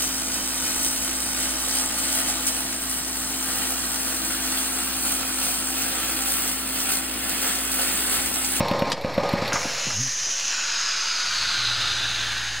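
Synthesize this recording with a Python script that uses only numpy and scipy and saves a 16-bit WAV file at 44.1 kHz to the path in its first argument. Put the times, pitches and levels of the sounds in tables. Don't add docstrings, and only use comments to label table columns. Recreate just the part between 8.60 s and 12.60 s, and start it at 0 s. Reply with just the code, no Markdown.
import sys
import numpy as np
from scipy import signal
from scipy.fft import rfft, irfft
from scipy.io import wavfile
from scipy.ndimage import uniform_filter1d, map_coordinates

SR = 44100
rng = np.random.default_rng(int(sys.argv[2]) if len(sys.argv) > 2 else 0)


def materialize(psi):
    bounded = np.clip(np.atleast_2d(psi).T, -1, 1)
    quanta = np.round(bounded * 32767).astype(np.int16)
    wavfile.write(sys.argv[1], SR, quanta)


N = 176400
T = np.arange(N) / SR

# (time [s], air thump [dB], tank ring [dB], knock [dB])
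STROKES = [(.0078, -10.5, -16, -18), (0.1155, -11.5, -19.5, -18), (.2237, -12.5, -16, -19.5),
           (0.333, -23, -24, -31), (0.4484, -15.5, -17, -31), (0.5811, -12, -11.5, -22),
           (0.7389, -9, -21.5, -23), (0.825, -18, -35, -38), (0.94, -20.5, -42, -36),
           (1.057, -24, -37, -38), (1.27, -22.5, -50, -38)]
# (frequency [Hz], level [dB])
KNOCK_TONE = [(150, 9.5), (500, -9.5), (1100, 2), (1700, -9), (2500, -1.5), (4200, -15), (6000, -30),
              (15000, -28.5)]
STROKE_FILTER = [(25, -19), (60, 0.5), (115, 0), (170, -1.5), (260, -0.5), (1000, 3)]
# (time [s], rumble [dB], clatter [dB])
GEAR_LEVELS = [(0, -27, -33.5), (.315, -30.5, -37.5), (.35, -37.5, -42), (.43, -36.5, -40.5),
               (.47, -31.5, -38), (.555, -33.5, -37.5), (.6, -27.5, -36.5), (.83, -30.5, -32.5),
               (.91, -31, -31), (1.06, -36, -37.5), (1.2, -42, -34), (1.31, -41, -48), (1.42, -54, -58),
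               (1.8, -52, -75), (4, -97, -90)]
# (frequency [Hz], level [dB])
RUMBLE_TONE = [(30, -40), (70, -14), (115, -1), (190, -7.5), (270, -8.5), (400, -7), (540, 3), (700, -1.5),
               (1000, -1.5), (1270, -9.5), (1450, -39), (3000, -30), (15000, -70)]
CLATTER_TONE = [(500, -18), (1400, 1), (2300, 5), (3100, -7), (4300, 0.5), (5500, -8.5), (6100, -12.5),
                (7500, -15.5), (9000, -24), (13400, -26), (15000, -38)]
# (frequency [Hz], width [Hz], level against the rumble [dB])
TANK_NOTES = [(510, 14, -10.5), (562.4, 7.7, -10), (698, 8.9, -18.5), (808, 20, -19), (1234, 9.8, -12),
              (2256, 28, -24), (4230, 140, -21), (5470, 120, -19.5)]
# (frequency [Hz], level [dB])
MOTOR_NOTES = [(563, -39), (813, -44), (932, -38), (1054, -35), (3624, -55)]
# (time [s], level [dB])
RATTLES = [(.053, -24), (.145, -25), (.162, -32), (.272, -25), (.377, -31), (.496, -29), (.633, -23),
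           (.653, -30), (.819, -26), (1.045, -25), (1.665, -40)]
TICKS = [(.0827, -24.5), (.191, -26.5), (.2992, -27.5), (.4115, -35.5), (.5397, -34), (.6898, -27.5),
         (.7277, -31), (.8774, -24.5)]
SNAPS = [(0.318, -16), (0.3266, -21.5)]
CLACKS = [(.9225, -18), (.944, -32), (.957, -16.5), (1.303, -25.5)]
# (frequency [Hz], level [dB])
RATTLE_TONE = [(70, -18), (150, -2), (350, 3.5), (600, 7), (1200, -3), (1700, -11), (5000, -15),
               (7500, -21), (9000, -32), (15000, -42)]
TICK_TONE = [(1000, -45), (3000, -5), (3700, 3), (4400, 4), (5300, -10), (9000, -21), (11000, -13),
             (13400, -13), (14500, -28)]
SNAP_TONE = [(400, -11), (1300, -3), (2150, -8), (3300, -1), (4400, -3.5), (5500, -7.5), (6400, -12),
             (9000, -15.5), (11000, -24), (15000, -37)]
CLACK_TONE = [(300, -15), (900, -8), (1400, 2), (2300, -8), (3200, -17), (8000, -44), (15000, -60)]
# (frequency [Hz], level against the snap [dB], fade time [s])
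SWITCH_NOTES = [(1820, -10, .007), (4850, -9, .007), (7120, -21, .005)]
# (time [s], jet pitch [Hz], jet [dB], hiss [dB], low band [dB], high band [dB], sizzle [dB])
VENT_FLOW = [(.93, 5750, -33, -42, -36, -34.5, -43), (1.1, 5700, -35, -34, -40, -38, -44.5),
             (1.27, 5620, -32.5, -30, -53, -32, -46), (1.42, 5750, -30, -36, -40.5, -30, -44.5),
             (1.62, 6100, -29, -34, -42.5, -36, -46.5), (1.89, 5970, -29.5, -31, -46, -36.5, -46.5),
             (1.95, 5650, -32.5, -30, -35.5, -32, -49), (2.3, 5060, -31, -29, -35, -32, -50),
             (2.55, 4800, -29, -29.5, -34.5, -33, -49), (2.8, 4410, -29.5, -28.5, -34, -35, -46),
             (3.05, 4050, -27.5, -29, -33.5, -38.5, -47), (3.3, 3920, -29, -29.5, -33.5, -38, -47),
             (3.65, 3650, -32.5, -30, -33, -39, -46), (4, 3900, -42, -32.5, -37, -41, -49)]
# (time [s], low band [Hz], high band [Hz])
VENT_BANDS = [(1, 1430, 6530), (1.35, 1820, 6520), (1.5, 1850, 6260), (1.8, 1730, 6770), (2.05, 1504, 6600),
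              (2.5, 1460, 6410), (3.15, 1420, 6250), (3.6, 1543, 6330), (4, 1660, 6400)]
# (frequency [Hz], level [dB])
HISS_TONE = [(100, -23), (400, -20), (700, -10.5), (1100, -4.5), (2100, -2.5), (2800, 2), (3300, -2),
             (4100, 2), (5200, -4.5), (6700, -9.5), (7400, -14.5), (8500, -17), (12000, -44)]
SIZZLE_TONE = [(5000, -18), (7500, 1.5), (8500, -4), (10200, -4), (11000, 3), (11700, -8.5), (12800, -16),
               (14500, -17), (15500, -10.5)]
# (frequency [Hz], width [Hz], level [dB])
PIPE_PEAKS = [(3300, 150, -1), (3570, 110, 0), (3830, 250, -1.5), (4420, 220, -3.5), (4980, 290, 4),
              (5650, 310, -1.5)]
# (first delay [s], last delay [s], level [dB])
ECHOES = [(.0021, 0.0038, -24), (.0046, 0.006, -15), (.0083, 0.0093, -15.5), (0.0131, 0.0151, -10.5)]
# (time [s], pitch [Hz], level [dB])
GROAN = [(1.25, 150, -54), (1.275, 139, -34), (1.31, 119.6, -46), (1.37, 95, -36), (1.405, 122.4, -28.5),
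         (1.44, 139, -37.5), (1.475, 123.8, -37.5), (1.52, 122, -59), (1.6, 127, -54), (1.85, 124, -74)]
GROAN_HARMONICS = [4, -4, -26, -25]
# (time [s], mains note [dB], octave above [dB], low drone [dB])
HUM_LEVELS = [(2.5, -79, -74, -66), (2.85, -49, -48.5, -50.5), (2.94, -63, -59.5, -47),
              (3.01, -52, -41.5, -47), (3.2, -52, -45, -43.5), (3.6, -47, -45, -45.5),
              (4, -46.5, -50, -51.5)]
# (frequency [Hz], level [dB])
DRONE_TONE = [(30, -26), (65, -18), (78, -13), (92, -0.5), (130, -9), (180, -12.5), (275, -11.5),
              (450, -17.5), (780, -12), (1200, -30), (2000, -52)]
BACKGROUND_TONE = [(20, -22), (60, -21), (130, -5), (300, -3), (600, -7.5), (2000, -9.5), (15000, -42)]
# (frequency [Hz], time to fade by 60 dB [s])
ROOM_FADE = [(100, 0.44), (600, 0.48), (4000, 0.2), (15000, .12)]
# (frequency [Hz], level [dB])
STEREO_WIDTH = [(100, -90), (600, -85), (1200, -73), (2200, -70), (4000, -22.5), (15000, -14)]


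def amp(db):
    return 10 ** (np.asarray(db) / 20)


def unit(x):
    return x / np.sqrt(np.mean(x ** 2) + 1e-20)


def value_at(table, hz):
    f, value = np.transpose(table)
    return np.interp(np.log(hz + 1), np.log(f + 1), value)


def curves(table, t=T):
    times, *columns = np.transpose(table)
    return [np.interp(t, times, column) for column in columns]


def tint(x, tone):
    return irfft(rfft(x) * amp(value_at(tone, np.fft.rfftfreq(N, 1 / SR))), N)


def noise(tone):
    return unit(tint(rng.standard_normal(N), tone))


def band(hz, width):
    f = np.fft.rfftfreq(N, 1 / SR)
    return unit(irfft(rfft(rng.standard_normal(N)) / (1 + (2 * (f - hz) / width) ** 2), N))


def hump(hz, centre, octaves):
    return (1 + (np.log2((hz + 1) / centre) / octaves) ** 2 / 2) ** -2


def strike(start, fade_s, rise_s=0.00046):
    age = np.maximum(T - start, 0)
    return (1 - np.exp(-age / rise_s)) * np.exp(-np.minimum(age / fade_s, 60))


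def hits(rows, tone, fade_s):
    return noise(tone) * sum(amp(db) * strike(s, fade_s) for s, db in rows)


def pump(thump_hz=188, ring_hz=557, boom_hz=124.7):
    knocks = [(s - 0.0032, db) for s, _, _, db in STROKES]
    out = hits(knocks, KNOCK_TONE, fade_s=0.0036)
    for s, thump_db, ring_db, _ in STROKES:
        age = T - s
        spread = np.minimum((np.pi * thump_hz * age) ** 2, 60)
        gulp = (2 * spread - 1) * np.exp(-spread)
        boom = amp(-23) * strike(s, 0.063, rise_s=.004) * np.sin(2 * np.pi * boom_hz * age)
        ring = 2 * strike(s - 0.0016, 0.0052, rise_s=0.0026) * np.sin(2 * np.pi * ring_hz * age)
        out += amp(thump_db) * (gulp + boom) + amp(ring_db) * ring
    return tint(out, STROKE_FILTER)


def running_gear():
    rumble_db, clatter_db = curves(GEAR_LEVELS)
    rumble = noise(RUMBLE_TONE) * amp(-0.5)
    tank = sum(amp(db) * band(hz, width) for hz, width, db in TANK_NOTES)
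    clatter = noise(CLATTER_TONE) * amp(clatter_db + 1.4 * band(0, 150))
    return (rumble + tank) * amp(rumble_db) + clatter


def motor(off_s=0.31, fade_s=0.022, waver=0.004):
    whine = 0
    for hz, db in MOTOR_NOTES:
        pitch = hz * (1 + waver * band(0, 30))
        whine += amp(db) * np.sin(2 * np.pi * np.cumsum(pitch) / SR)
    return np.sqrt(2) * whine * np.exp(-np.maximum(T - off_s, 0) / fade_s)


def drive_rattles():
    return hits(RATTLES, RATTLE_TONE, fade_s=0.015)


def valve_ticks():
    return hits(TICKS, TICK_TONE, fade_s=.007)


def switch():
    ring = sum(amp(db + note_db) * strike(s, fade_s) * np.sin(2 * np.pi * hz * (T - s))
               for s, db in SNAPS for hz, note_db, fade_s in SWITCH_NOTES)
    return hits(SNAPS, SNAP_TONE, fade_s=0.0046) + np.sqrt(2) * ring


def unloader_clacks():
    return hits(CLACKS, CLACK_TONE, fade_s=0.008)


def vent(open_s=.928, spits_per_s=13):
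    hz, t, grid = signal.stft(rng.standard_normal(N), SR, nperseg=1024, noverlap=768)
    hz = hz[:, None]
    jet_hz, *levels_db = curves(VENT_FLOW, t)
    low_hz, high_hz = curves(VENT_BANDS, t)
    pipe = amp(sum(db * np.exp(-(2 * (hz - f) / width) ** 2) for f, width, db in PIPE_PEAKS))
    jet = hump(hz, jet_hz, octaves=0.23) / (1 + (hz / 7300) ** 20)
    layers = [jet, amp(value_at(HISS_TONE, hz)), hump(hz, low_hz, octaves=0.25),
              hump(hz, high_hz, octaves=0.094), amp(value_at(SIZZLE_TONE, hz))]
    power = sum((layer * pipe * amp(db)) ** 2 / np.mean((layer * pipe) ** 2, 0)
                for layer, db in zip(layers, levels_db))
    patches = uniform_filter1d(rng.standard_normal(grid.shape), size=4, axis=0)
    patches_db = 0.9 * unit(uniform_filter1d(patches, size=30, axis=1))
    hollow_db = 1.4 * np.cos(2 * np.pi * 4 * hz / jet_hz) * hz ** 2 / (hz ** 2 + 2500 ** 2)
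    shaped = grid * np.sqrt(power) * amp(patches_db + hollow_db)
    air = signal.istft(shaped, SR, nperseg=1024, noverlap=768)[1][:N]
    spit_starts = 1. * (rng.random(N) < spits_per_s / SR)
    spits_db = 3 * signal.fftconvolve(spit_starts, np.hanning(int(0.0052 * SR) + 1), "same")
    flutter_db = 0.63 * band(0, 122)
    gush_db = 10.5 * strike(open_s, fade_s=0.011)
    opening = np.clip((T - open_s) / 0.0022, 0, 1)
    return air * amp(flutter_db + spits_db + gush_db) * opening


def with_echoes(x):
    echoes = sum(amp(db) * map_coordinates(x, [(T - np.linspace(first, last, N)) * SR], order=3)
                 for first, last, db in ECHOES)
    return (x + echoes) / np.sqrt(1 + sum(amp(db) ** 2 for _, _, db in ECHOES))


def groan():
    hz, db = curves(GROAN)
    phase = 2 * np.pi * np.cumsum(hz * (1 + 0.015 * band(0, 86))) / SR
    voice = sum(amp(level) * np.sin(k * phase) for k, level in enumerate(GROAN_HARMONICS, 1))
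    return amp(db) * unit(voice)


def hum(mains_hz=60):
    mains_db, octave_db, drone_db = curves(HUM_LEVELS)
    phase = 2 * np.pi * mains_hz * T
    notes = amp(mains_db) * np.sin(phase) + amp(octave_db) * np.sin(2 * phase)
    return np.sqrt(2) * notes + amp(drone_db) * noise(DRONE_TONE)


def room(x):
    length = SR // 2
    echoes = rng.standard_normal(length) * (rng.random(length) < .1) * (T[:length] > .004)
    hz, t, grid = signal.stft(echoes, SR, nperseg=256)
    fade = amp(-60 * t / value_at(ROOM_FADE, hz)[:, None])
    tail = signal.istft(grid * fade, SR, nperseg=256)[1]
    return signal.fftconvolve(x, tail / np.linalg.norm(tail))[:N]


def scene():
    impacts = pump() + valve_ticks() + drive_rattles() + switch() + unloader_clacks()
    middle = impacts + amp(-11) * room(impacts)
    middle += running_gear() + motor() + groan() + with_echoes(vent()) + hum()
    middle += amp(-53.5) * noise(BACKGROUND_TONE)
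    side = tint(room(middle), STEREO_WIDTH)
    return np.array([middle + side, middle - side])


def record(dry):
    cutoff_hz, offset = 15780, .0127
    low_pass = signal.firwin(1023, cutoff_hz, window=("kaiser", 9), fs=SR)
    return offset + signal.oaconvolve(dry, low_pass[None], "same")


dry = scene()
out = record(dry)
materialize(out)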